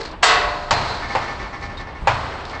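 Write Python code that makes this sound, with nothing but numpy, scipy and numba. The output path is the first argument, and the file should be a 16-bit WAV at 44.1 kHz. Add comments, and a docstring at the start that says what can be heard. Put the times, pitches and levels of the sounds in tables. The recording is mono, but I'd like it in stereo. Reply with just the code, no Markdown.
"""A steel pipe gate bangs in an open corral walled with corrugated sheet, in light wind.
One bright jangling crash, flattened by a limiter, sets the pipes ringing; three duller
knocks follow, clanking the latch post and shaking the sheet wall. Between them the gate
shudders and rattles on its fittings, and the sliding latch scrapes and squeaks."""
import sys
import numpy as np
from scipy import signal
from scipy.fft import rfft, irfft
from scipy.io import wavfile
from scipy.ndimage import uniform_filter1d
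from numba import njit

SR = 44100
rng = np.random.default_rng(int(sys.argv[2]) if len(sys.argv) > 2 else 0)


def int16_out(signal):
    """Quantize to a 16-bit WAV file."""
    q = np.round(np.clip(np.atleast_2d(signal).T, -1, 1) * 32767)
    wavfile.write(sys.argv[1], SR, q.astype(np.int16))


N = 114660

# EQ curves of the noise layers. Each row: frequency in Hz, relative level in dB.
WIND_EQ = [(15, -14.5), (30, 2), (60, 0), (110, -6.5), (200, -13), (400, -26), (1000, -45.5)]
AIR_EQ = [(100, -15.5), (300, -0.5), (550, -2), (900, 1), (1500, -7), (2600, -12), (4800, -20.5),
          (7500, -58), (9000, -74)]
CRASH_EQ = [(160, -44), (300, -23.5), (480, -5), (750, -3.5), (1150, -1.5), (2100, -4), (3000, -4.5),
            (4400, -3), (6000, -11.5), (7900, -6.5), (9000, -32.5)]
CLATTER_EQ = [(150, -12), (350, -17), (600, 8.5), (900, 12.5), (1500, 6.5), (2600, 3), (6000, -26.5),
              (9000, -77)]
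CRACK_EQ = [(200, -35), (600, -31), (1200, -6.5), (3200, 3), (5000, 0), (7600, -2.5), (9200, -45)]
DULL_STEEL_EQ = [(120, -7.5), (250, -8), (500, -1), (850, 5.5), (1250, 1.5), (1800, -3.5), (3000, -11),
                 (9000, -32)]
BRIGHT_STEEL_EQ = [(1000, 1), (2200, -2), (3200, -4.5), (4300, 4.5), (5600, -6.5), (7800, -12.5),
                   (8800, -21.5)]
RATTLE_EQ = [(300, 2), (850, -4.5), (1150, 7.5), (1500, -3), (1850, 2.5), (2200, 5), (2700, -12),
             (5500, -10), (9000, -36)]
# Stereo width. Each row: frequency in Hz, side minus mid in dB.
WIDTH = [(60, -16.5), (300, -31), (600, -68), (1200, -22.5), (2500, -5.5), (4500, -2), (8000, 5)]

# Resonances of frame, pipes, damped latch post and sheet wall.
# Each row: pitch in Hz, relative level in dB, seconds to fall 60 dB (t60).
FRAME_MODES = [(408, -1, 0.22), (458, -1.5, 0.25), (840, -8, 0.17)]
PIPE_MODES = [(410, -38, 1.7), (450, -36, 1.7), (593, -29.5, 2.0), (715, -28, 2.0), (736, -29, 1.2),
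              (994, -29, 1.6), (1107, -20, .8), (1280, -27, 1.2), (1463, -24, 1.0), (1907, -26, .8),
              (1945, -25, .85), (2029, -25, .7), (2654, -28, .7), (4210, -31, .7), (5880, -28, .45),
              (7214, -29, .45), (7790, -31, .45)]
POST_MODES = [(546.4, -14, 0.071), (820, -9.5, 0.073), (909, -7.5, 0.086), (1127, -10, 0.043),
              (1340, -25.5, .025), (1530, -21.5, 0.075), (2920, -23.5, 0.0047)]
WALL_MODES = [(74, -9, 3.6), (101.4, -0.5, 0.74), (128.8, -4, 1.02)]
# Tones of the fittings. Each row: pitch in Hz, relative level in dB.
FITTING_MODES = [(803, -10), (1085, -10.5), (1776.5, -6.5), (1958, -21.5), (2180, -12)]
# Tail of the crash. Each row: band centre in Hz, t60 in seconds.
CRASH_TAILS = [(300, 1.64), (800, 1.13), (1400, 0.95), (2400, 0.78), (4500, 0.52), (8000, 0.17)]

# Puffs of wind. Each row: peak time in seconds, half length in seconds, boost in dB.
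GUSTS = [(0.628, 0.042, 3.5), (2.036, 0.041, 8)]
# Latch scrapes. Each row: start in seconds, hold in seconds, level in dB.
SCRAPES = [(0., .03, -33.5), (0.038, 0.07, -41), (0.873, 0.076, -33.5), (1.072, 0.1, -37.5),
           (1.408, 0.022, -43), (1.607, 0.042, -39.5), (1.77, 0.031, -41.5), (2.45, 0.099, -41)]
# Latch squeaks. Each row: start in seconds, hold in seconds, pitch in Hz, level in dB.
SQUEAKS = [(0.725, 0.087, 4150, -34), (0.89, .095, 4090, -36.5), (1.77, .012, 3750, -35)]
# Gate hits, the first layered with the crash. Each row: start in seconds, levels in dB of clank, crack,
# dull wash, bright wash and wall boom, clank tilt in dB per octave, clank pitch ratio.
BLOWS = [(0.2305, -1, -11.5, -37, -25, -56.5, -2, 1.46), (0.7085, -4.5, -13.5, -21, -25.5, -28, 11, 1.0),
         (1.1508, -7, -30, -30, -34, -36, -11, .96), (2.0722, -0.5, -20.5, -23, -31.5, -27, 2.5, 1.0)]
# Contacts within one hit. 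Each row: delay in seconds, relative level in dB.
BOUNCES = [(0, -1), (.0036, -10.5), (.0088, -12.5)]
# Swings of the shuddering gate. Each row: start in seconds, level in dB.
RATTLES = [(1.021, -29), (1.095, -29.5), (1.205, -30), (1.277, -30.5), (1.39, -33), (1.435, -43),
           (1.524, -32.5), (1.616, -31.5), (1.688, -38.5), (1.786, -34), (1.864, -40.5), (1.947, -41),
           (2.311, -37), (2.528, -32.5)]

WIND_DB, AIR_DB, HUM_DB, CRASH_DB, PIPE_DB = -36.5, -37, -30, -7.5, 2.5
CRASH_START_S, CRASH_RISE_S, JANGLE_HOLD_S = 0.225, 0.018, 0.011
CLANK_LOW_CUT_HZ, TILT_PIVOT_HZ = 380, 900
BEND_DELAY_S = 0.00078  # travel time of a 1 kHz bending wave along the pipe
LIMIT_DB, LIMIT_ATTACK_S, LIMIT_RELEASE_S = -5, 0.0017, 0.029
CLIP_LEVEL, HIGH_CUT_HZ = 1.15, 8650


def undb(db):
    """Decibels to gain."""
    return 10 ** (np.asarray(db) / 20)


def pan(db):
    """Channel gains for a left-minus-right level."""
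    return undb(np.array([[db], [-db]]) / 2)


def lookup(table, hz):
    """Read (Hz, value) points on a log-frequency axis."""
    freqs, values = np.array(table, float).T
    return np.interp(np.log(np.maximum(hz, 1)), np.log(freqs), values)


def since(start):
    """Seconds since the start, zero before it."""
    return np.maximum(np.arange(N) / SR - start, 0)


def envelope(start, rise, hold, t60):
    """Linear attack, hold, exponential release, all in seconds."""
    attack = np.minimum(since(start) / max(rise, 1 / SR), 1)
    return attack * np.exp(-np.log(1000) * since(start + rise + hold) / t60)


def widen(mid, side, hz):
    """Stereo image: tight in the bass, wide in the treble."""
    width = undb(lookup(WIDTH, hz))
    return (mid + np.array([[1], [-1]]) * width * side) / np.sqrt(1 + width ** 2)


def noise(eq, spacing_hz=0, side_db=0):
    """EQ'd stereo noise, rms 1; with a mean spacing, a crowd of irregular partials instead."""
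    hz = np.fft.rfftfreq(N, 1 / SR)
    mid, side = rfft(rng.standard_normal((2, N)))
    gain = undb(lookup(eq, hz))
    if spacing_hz:
        gain = gain * (rng.random(len(hz)) < hz[1] / spacing_hz)
        mid, side = mid / abs(mid), side / abs(side)
    y = irfft(widen(mid, undb(side_db) * side, hz) * gain, N)
    return y / y.std()


def drift(rate_hz):
    """Smooth random modulation, spread 1."""
    span = int(SR / rate_hz)
    y = uniform_filter1d(rng.standard_normal(N), span, mode="wrap")
    y = uniform_filter1d(y, span, mode="wrap")
    return y / y.std()


def tone(hz, waver=0):
    """One stereo partial, rms 1, with an optional relative pitch waver."""
    phase = 2 * np.pi * np.cumsum(hz * (np.ones(N) + waver)) / SR + rng.uniform(0, 2 * np.pi)
    return np.sqrt(2) * widen(np.sin(phase), rng.choice([-1, 1]) * np.cos(phase), hz)


def ring(modes, start, rise):
    """Struck modes that swell and die away."""
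    return sum(undb(db) * tone(hz) * envelope(start, rise, 0, t60) for hz, db, t60 in modes)


def wind_and_air():
    """The bed: low wind on the microphone, with two puffs, over the steady air of the yard."""
    puffs_db = sum(db * np.exp(-((since(0) - peak) / half) ** 2) for peak, half, db in GUSTS)
    wind = noise(WIND_EQ, side_db=2) * undb(WIND_DB + puffs_db + 1.5 * drift(7))
    air = noise(AIR_EQ) * undb(AIR_DB + 2.4 * drift(17))
    return wind + pan(-2) * air


def frame_hum():
    """The frame is already ringing faintly at the start and soon dies away."""
    return undb(HUM_DB) * ring(FRAME_MODES, start=0, rise=0.0013)


def latch():
    """The latch slides with a gritty scrape and now and then squeaks."""
    slides = sum(undb(db) * envelope(start, 0.0033, hold, t60=0.12) for start, hold, db in SCRAPES)
    scrapes = slides * noise(BRIGHT_STEEL_EQ) * undb(3.2 * drift(210))
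    squeaks = sum(undb(db) * tone(hz, waver=0.014 * drift(340)) * envelope(start, 0.0027, hold, t60=0.06)
                  for start, hold, hz, db in SQUEAKS)
    return scrapes + squeaks * undb(drift(80))


def crash():
    """Loose steel jangles against the gate: crowded modes fade, highs first, and the pipes ring on."""
    hz = np.fft.rfftfreq(N, 1 / SR)
    onset = CRASH_START_S, CRASH_RISE_S, JANGLE_HOLD_S
    steel_spectrum = rfft(noise(CRASH_EQ, spacing_hz=11))
    contact_grit = undb(-5) * noise(CRASH_EQ) * undb(2 * drift(190)) * envelope(*onset, t60=0.27)
    jangle = 0
    for centre, t60 in CRASH_TAILS:
        band = lookup([(f, f == centre) for f, _ in CRASH_TAILS], hz)  # crossfades into its neighbours
        jangle += irfft(steel_spectrum * band, N) * envelope(*onset, t60)
    pipes = ring(PIPE_MODES, CRASH_START_S, rise=0.02)
    return undb(CRASH_DB) * (contact_grit + jangle) + undb(PIPE_DB) * pipes


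def clank(start, tilt_db, pitch):
    """A few quick contacts ring the latch post; bending waves bring the treble ahead of the bass."""
    t = np.arange(SR // 5) / SR
    post = 0
    for hz, db, t60 in POST_MODES:
        gain = undb(db + tilt_db * np.log2(hz / TILT_PIVOT_HZ))
        post += gain * np.sin(2 * np.pi * hz * pitch * t) * np.exp(-np.log(1000) * t / t60)
    contacts = np.zeros(N)
    for delay, db in BOUNCES:
        i = int((start + delay) * SR)
        contacts[i:i + len(t)] += undb(db) * post
    # The clank carries hardly any low end.
    contacts = signal.sosfilt(signal.butter(2, CLANK_LOW_CUT_HZ, "high", fs=SR, output="sos"), contacts)
    lag_cycles = 2 * BEND_DELAY_S * np.sqrt(1000 * np.fft.rfftfreq(N, 1 / SR))
    return irfft(rfft(contacts) * np.exp(-2j * np.pi * lag_cycles), N)


def blows():
    """Each hit clanks and cracks, then washes through the pipes and booms in the corrugated wall."""
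    out = 0
    for start, clank_db, crack_db, dull_db, bright_db, boom_db, tilt_db, pitch in BLOWS:
        clatter = undb(-11) * noise(CLATTER_EQ) * envelope(start, 0.0013, 0, t60=0.25)
        out += undb(clank_db) * (clank(start, tilt_db, pitch) + clatter)
        out += undb(crack_db) * noise(CRACK_EQ) * envelope(start, 0.0002, 0, t60=0.12)
        dull = noise(DULL_STEEL_EQ, spacing_hz=9) * envelope(start, 0.004, 0, t60=2.04)
        bright = noise(BRIGHT_STEEL_EQ, spacing_hz=14) * envelope(start, 0.0017, 0, t60=1.78)
        wash = undb(dull_db) * dull + undb(bright_db) * bright
        out += wash * undb(0.84 * drift(86))
        out += undb(boom_db) * ring(WALL_MODES, start, rise=0.017)
    return out


def rattles():
    """The gate shudders about twelve times a second, chafing on its fittings at each swing."""
    swings = sum(undb(db) * envelope(start, 0.0098, hold=0.016, t60=0.28) for start, db in RATTLES)
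    fittings = sum(undb(db) * tone(hz, waver=0.0033 * drift(71)) for hz, db in FITTING_MODES)
    grit = undb(-3.5) * noise(RATTLE_EQ)
    return swings * (fittings + grit)


def scene():
    """The mix: gate near the centre, fittings and latch to the right, wind underneath."""
    gate = pan(-1) * crash() + blows() + frame_hum()
    return gate + pan(-9) * rattles() + pan(-3.5) * latch() + wind_and_air()


@njit
def follow(x, attack, release):
    """Level follower with separate rates up and down."""
    out, level = np.empty(len(x)), 0.
    for i in range(len(x)):
        level += (x[i] - level) * (attack if x[i] > level else release)
        out[i] = level
    return out


def record(dry):
    """A limiter holds down the crash, a soft clip rounds the peaks and a steep filter cuts the top."""
    level = follow(abs(dry).max(axis=0), 1 / (LIMIT_ATTACK_S * SR), 1 / (LIMIT_RELEASE_S * SR))
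    limited = dry / np.maximum(level / undb(LIMIT_DB), 1)
    rounded = CLIP_LEVEL * np.tanh(limited / CLIP_LEVEL)
    return signal.sosfilt(signal.ellip(8, .2, 70, HIGH_CUT_HZ, fs=SR, output="sos"), rounded)


dry = scene()
out = record(dry)
int16_out(out)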